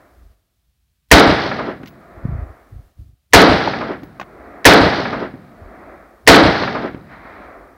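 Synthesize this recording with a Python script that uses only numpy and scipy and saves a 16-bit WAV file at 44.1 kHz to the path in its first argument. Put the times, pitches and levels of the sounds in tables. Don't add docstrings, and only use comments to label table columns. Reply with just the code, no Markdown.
import sys
import numpy as np
from scipy import signal
from scipy.fft import rfft, irfft, next_fast_len
from scipy.io import wavfile
from scipy.ndimage import uniform_filter1d, map_coordinates

SR = 44100
rng = np.random.default_rng(int(sys.argv[2]) if len(sys.argv) > 2 else 0)


def digitize_waveform(pressure):
    field = np.atleast_2d(pressure).T
    bounded = np.clip(field, -1, 1)
    quanta = np.round(bounded * 32767).astype(np.int16)
    wavfile.write(sys.argv[1], SR, quanta)


N = 342651
NOW = np.arange(N) / SR
AGE = np.arange(int(1.2 * SR)) / SR
BRIEF = AGE[:SR // 4]

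# (time [s], blast level [dB], gas push [dB], lead-in crack [dB], echo from the hills [dB])
SHOTS = [(1.1135, -0.5, 2, -23.5, -40), (3.3336, -0.5, -2.5, -23, -39), (4.6526, 0, -5.5, -13, -39.5),
         (6.2743, 0.5, -5.5, -14, -39)]


def amp(db):
    return 10 ** (np.asarray(db) / 20)


def unit(x):
    return x / np.sqrt(np.mean(x ** 2) + 1e-20)


def colour(points):
    point_hz, db = np.transpose(points)
    return lambda hz: amp(np.interp(np.log(hz + 1), np.log(point_hz), db))


def band(centre_hz, q):
    return lambda hz: 1 / np.sqrt(1 + (q * (hz / centre_hz - centre_hz / (hz + 1))) ** 2)


def filtered(x, curve):
    n = x.shape[-1]
    padded = next_fast_len(n + 8192)
    return irfft(rfft(x, padded) * curve(np.fft.rfftfreq(padded, 1 / SR)), padded)[..., :n]


def noise(curve, size):
    return unit(filtered(rng.standard_normal(size), curve))


def wobble(clock, per_s):
    return map_coordinates(rng.standard_normal(SR // 10), [clock * per_s])


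def add(track, s, sound):
    part = track[round(s * SR):][:len(sound)]
    part += sound[:len(part)]


def envelope(db, rise_s, sag_db_per_s, hold_s, drop_db_per_s):
    rise = 1 - np.exp(-AGE / rise_s)
    return rise * amp(db - sag_db_per_s * AGE - drop_db_per_s * np.maximum(AGE - hold_s, 0))


def scatter(curve, change):
    shared = rng.standard_normal(len(AGE))
    fresh = rng.standard_normal((len(SHOTS), len(AGE)))
    return unit(filtered(shared + change * fresh, curve))


def distance():
    # (frequency [Hz], relative level [dB])
    wash_tone = [(40, -37), (120, -14.5), (230, 0), (350, 2.5), (490, -1), (690, 4.5), (880, -7),
                 (1250, -1.5), (1500, -7.5), (1850, -8), (2300, -14.5), (2900, -32), (4300, -34.5),
                 (9000, -57.5)]
    # (frequency [Hz], relative level [dB])
    rumble_tone = [(10, -34.5), (30, -17), (52, 3), (100, -8), (200, -18), (400, -34), (3000, -82.5)]
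    hiss_tone = [(100, -2.2), (1000, 0.35), (4000, 3), (7000, -2.0), (15000, -0.5)]
    earlier_shot = (-1.437, -42.5)
    full_at_s, fade_from_s = 1.133, 1.273
    swell_db_per_s, fade_db_per_s = 29, 43.5
    echo = np.zeros(N)
    for s, *_, hills_db in [earlier_shot] + SHOTS:
        age = NOW - s
        swell_db = swell_db_per_s * np.minimum(age - full_at_s, 0)
        fade_db = fade_db_per_s * np.maximum(age - fade_from_s, 0)
        echo += (age > 0) * amp(hills_db + swell_db - fade_db)
    wash = noise(colour(wash_tone), N)
    boom = amp(-11.5) * noise(colour(rumble_tone), N)
    hiss = amp(-66) * noise(colour(hiss_tone), N)
    rumble = amp(-59.5 + 0.5 * wobble(NOW, per_s=7.2)) * noise(colour(rumble_tone), N)
    return echo * (wash + boom) + rumble + hiss


def wind():
    # (time [s], length [s], level [dB], swirl pitch [Hz])
    gusts = [(.19, .02, -41, 64.6), (0.226, .09, -39.5, 61), (0.683, .02, -47, 70), (2.183, .02, -32, 71),
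             (2.253, .2, -12, 115), (2.495, .02, -30.5, 109), (2.725, .09, -27, 85.5),
             (2.841, .05, -43, 65), (2.993, 0.16, -29.5, 100), (3.321, .02, -34.5, 89.4),
             (5.627, .05, -29, 62), (6.259, .02, -30, 85.6)]
    stir_tone = [(15, -34), (50, 22.5), (130, -1), (230, -3.0), (400, -9.5), (1000, -62), (3000, -100)]
    gap_s, jitter_s, lead_s = 0.035, 0.004, 0.1
    fade_db_per_s, slowing_octaves_per_s, spread_octaves = 42, 2.6, 0.25
    bumps, stir = np.zeros(N), np.zeros(N)
    for (s, length, db, hz), chance in zip(gusts, rng.standard_normal((len(gusts), 20, 2))):
        for age, (late, sharp) in zip(np.arange(0, length, gap_s), chance):
            start = s + age + jitter_s * late - lead_s
            size = amp(db - fade_db_per_s * age)
            octaves = spread_octaves * sharp - slowing_octaves_per_s * age
            cycles = (BRIEF - lead_s) * hz * 2 ** octaves
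            add(bumps, start, size * np.sin(2 * np.pi * cycles) * np.exp(-(cycles / 0.68) ** 2))
            add(stir, start, size * np.exp(-(cycles / 3.0) ** 2))
    return bumps + amp(-16) * stir * noise(colour(stir_tone), N)


def sleeve():
    # (time [s], level [dB], half length [s])
    swishes = [(7.134, -41.5, 0.045), (7.292, -41.5, 0.12), (7.44, -47.5, 0.069)]
    # (frequency [Hz], relative level [dB])
    cloth_tone = [(200, -29), (700, 14.5), (1500, 15.5), (2200, 12), (2900, -7.5), (4000, -4.5),
                  (5200, -17), (7000, -34), (12000, -40)]
    slide = sum(amp(db) * np.exp(-((NOW - s) / half_s) ** 2) for s, db, half_s in swishes)
    return slide * noise(colour(cloth_tone), N)


def cases():
    # (time [s], tick level [dB], ring level [dB])
    landings = [(1.831, -48, -74), (1.859, -40, -61), (1.873, -38, -51), (1.881, -42, -77),
                (4.033, -45.5, -56), (4.199, -36.5, -61), (4.213, -38, -66)]
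    # (pitch [Hz], relative level [dB], time to fade by 60 dB [s])
    brass_notes = [(12480, 1, .13), (15670, -3, .18)]
    stone_tone = [(200, -24), (2000, 9.5), (3800, 2), (6500, -2), (9000, -27), (15000, -18)]
    out = np.zeros(N)
    for s, tick_db, ring_db in landings:
        ring = sum(amp(db + rng.normal(0, 1.8) - 60 * BRIEF / fade_s) * np.sin(2 * np.pi * hz * BRIEF)
                   for hz, db, fade_s in brass_notes)
        tick = amp(-60 * BRIEF / 0.043) * noise(colour(stone_tone), len(BRIEF))
        add(out, s, amp(tick_db) * tick + amp(ring_db) * ring)
    return out


def knocks():
    # (time [s], thud level [dB], thud pitch [Hz], time for the thud to fade by 60 dB [s], click [dB])
    hits = [(1.834, -19, 263, 0.043, -32.5), (2.251, -6, 210, 0.022, -48), (3.675, -1.5, 855, 0.016, -18),
            (4.032, -25.5, 305, 0.059, -38.5), (4.198, -23, 1080, 0.04, -25), (4.213, -39, 1500, .025, -22),
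            (4.229, -44, 1000, .03, -31.5), (5.338, -18.5, 253, 0.035, -40),
            (6.6351, -6, 1190, 0.0069, -10), (6.946, -5, 266, 0.011, -29.5),
            (7.251, -27.5, 270, 0.037, -52)]
    click_tone = [(40, -31), (150, 11), (1100, 10.5), (2000, 6.0), (2800, -1), (4000, -9.0),
                  (7000, -36), (15000, -41)]
    out = np.zeros(N)
    for s, db, hz, fade_s, click_db in hits:
        rise = 1 - np.exp(-3 * hz * BRIEF)
        thud = rise * amp(db - 60 * BRIEF / fade_s) * np.sin(2 * np.pi * hz * BRIEF)
        click = amp(click_db - 60 * BRIEF / 0.037) * noise(colour(click_tone), len(BRIEF))
        add(out, s, thud + click)
    return filtered(out, lambda hz: 1 / (1 + (hz / 6000) ** 4))


def burst(curve, rise_s, decay_s):
    return noise(curve, len(BRIEF)) * (1 - np.exp(-BRIEF / rise_s)) * np.exp(-BRIEF / decay_s)


def lead_in_and_bolt():
    # (frequency [Hz], relative level [dB])
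    spring_tone = [(3000, -30), (6500, 4), (8800, 7), (11500, -7), (13700, -7), (16000, -11)]
    lead_in_tone = [(40, -33.0), (200, -7), (1200, -4.0), (2300, 1.0), (3500, -5), (5200, -5.5),
                    (7500, -26.0), (15000, -32.5)]
    spring_db, spring_fade_s = -46.5, 0.47
    out = np.zeros(N)
    for s, _, _, lead_in_db, _ in SHOTS:
        lead_in = burst(colour(lead_in_tone), rise_s=0.001, decay_s=0.003)
        bolt = burst(band(4800, q=1.3), rise_s=0.0005, decay_s=0.0036)
        spring = noise(colour(spring_tone), len(AGE)) * amp(spring_db - 60 * AGE / spring_fade_s)
        add(out, s - 0.0075, amp(lead_in_db) * lead_in)
        add(out, s + 0.083, amp(-13) * bolt)
        add(out, s + 0.15, spring)
    return out


def slaps():
    # (delay [s], level [dB], rise [s], decay [s], centre pitch [Hz])
    echoes = [(.02, -2.5, 0.0066, 0.0092, 130), (.058, -7.5, 0.0017, .012, 1462),
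              (0.102, -9, .02, .02, 795), (0.162, -13.5, 0.0038, 0.03, 102.2),
              (0.197, -15.5, 0.012, 0.025, 106), (0.207, -15, 0.00074, 0.037, 1100),
              (.255, -21, 0.0048, 0.13, 1420), (0.347, -17.5, 0.003, 0.022, 393),
              (.402, -14, .0005, 0.0084, 1100), (.478, -18.5, 0.0023, 0.024, 790),
              (0.57, -20, 0.011, 0.025, 360), (.69, -37, 0.0082, 0.052, 254)]
    out = np.zeros((len(SHOTS), len(AGE)))
    for delay, db, rise, decay, centre_hz in echoes:
        def dulled(hz):
            treble_loss = (1 + (hz / (4 * centre_hz)) ** 2) * (1 + (hz / 2500) ** 8)
            bass_loss = 1 + (58 / (hz + 1)) ** 4
            return band(centre_hz, q=0.9)(hz) / (treble_loss * bass_loss)
        swell = np.exp(-np.maximum((delay - AGE) / rise, (AGE - delay) / decay))
        out += amp(db) * swell * scatter(dulled, change=0.17)
    return out


def lumps(per_s, depth_db):
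    return unit(amp(depth_db * wobble(AGE, per_s)))


def banks():
    # (frequency [Hz], relative level [dB])
    boom_tone = [(12, -58.5), (30, -24.5), (48, -13.5), (85, -6.5), (130, -5), (190, -3), (280, -4),
                 (450, -27), (900, -70), (3000, -120)]
    body_tone = [(30, -59.5), (100, -32.5), (190, -9.5), (300, -2), (400, -2), (500, -3), (660, 0.5),
                 (900, -5.5), (1100, -8.5), (1350, -6), (2100, -11), (2550, -19), (3500, -25),
                 (7000, -74.5)]
    brush_tone = [(300, -52.5), (1200, -34), (2300, -7.5), (2900, -0.5), (4000, 2.5), (5000, -3),
                  (6000, -15), (7300, -36.5), (8800, -39), (11000, -44), (13500, -42.5), (16000, -47)]
    # (pitch [Hz], width [Hz], boost [dB])
    bank_pitches = [(182, 9.7, 9), (268, 48, 1), (306, 170, 5.5), (366, 17, -5), (457, 14, 4),
                    (564, 26, -1), (747, 22, -2), (765, 11, 4), (1030, 20, -5), (1280, 73, 1),
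                    (1920, 8, 6.5)]

    def body_curve(hz):
        boost_db = sum(db / (1 + (2 * (hz - pitch) / width) ** 2) for pitch, width, db in bank_pitches)
        return colour(body_tone)(hz) * amp(boost_db)

    boom = envelope(db=-8, rise_s=0.13, sag_db_per_s=32, hold_s=0.07, drop_db_per_s=451.5)
    body = envelope(db=-1.5, rise_s=0.008, sag_db_per_s=72, hold_s=0.22, drop_db_per_s=403)
    brush = envelope(db=-5.5, rise_s=0.004, sag_db_per_s=191.5, hold_s=0.078, drop_db_per_s=301)
    boom += envelope(db=-21.5, rise_s=0.03, sag_db_per_s=19.5, hold_s=0.51, drop_db_per_s=24.5)
    body += envelope(db=-15, rise_s=0.03, sag_db_per_s=22.5, hold_s=0.6, drop_db_per_s=224)
    brush += envelope(db=-6.5, rise_s=0.2, sag_db_per_s=70.5, hold_s=0.58, drop_db_per_s=220)
    brush += amp(-48.5 - 25.5 * AGE)
    roll = boom * scatter(colour(boom_tone), change=0.16)
    roll += body * scatter(body_curve, change=0.45) * lumps(per_s=170, depth_db=0.6)
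    roll += brush * scatter(colour(brush_tone), change=0.9) * lumps(per_s=220, depth_db=2.0)
    return roll


def muzzle_blasts():
    # (frequency [Hz], relative level [dB])
    blast_tone = [(25, -37), (100, -10.5), (300, -4.5), (600, 3), (1200, -6), (1950, 1.5), (2800, -10),
                  (4300, -22.5), (6000, -16), (8000, -25), (15000, -30)]
    crack = envelope(db=8.5, rise_s=0.00075, sag_db_per_s=21.5, hold_s=0.011, drop_db_per_s=1696)
    wake = envelope(db=-2.5, rise_s=0.003, sag_db_per_s=190.5, hold_s=0.07, drop_db_per_s=167.5)
    direct = (crack + wake) * scatter(colour(blast_tone), change=0.46)
    blasts = direct + banks() + slaps()
    push_hz, from_middle_s = 64, AGE - 0.0225
    push = -np.sin(2 * np.pi * push_hz * from_middle_s) * np.exp(-(from_middle_s / 0.017) ** 2)
    out = np.zeros(N)
    for (s, db, push_db, _, _), blast in zip(SHOTS, blasts):
        add(out, s, amp(db) * blast + amp(push_db) * push)
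    return out


def scene():
    rifle = muzzle_blasts() + lead_in_and_bolt()
    return (rifle + knocks() + cases() + wind() + sleeve() + distance())[None]


def gate(x):
    threshold_db, softness_db, depth_db, window_s = -64, 2.5, 8, 0.04
    mids = signal.sosfilt(signal.butter(3, [300, 2500], "band", fs=SR, output="sos"), x)
    power = np.abs(uniform_filter1d(mids ** 2, round(window_s * SR)))
    level_db = 10 * np.log10(power + 1e-12)
    shut = 0.5 - 0.5 * np.tanh((level_db - threshold_db) / softness_db)
    return x * amp(-depth_db * shut)


def record(dry):
    ceiling, hardness, bass_hz, top_hz = 0.99, 9, 24, 15750
    trimmed = signal.sosfilt(signal.butter(2, bass_hz, "high", fs=SR, output="sos"), dry)
    clipped = trimmed / (1 + np.abs(trimmed / ceiling) ** hardness) ** (1 / hardness)
    return signal.sosfilt(signal.ellip(10, 0.1, 75, top_hz, fs=SR, output="sos"), gate(clipped))


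dry = scene()
out = record(dry)
digitize_waveform(out)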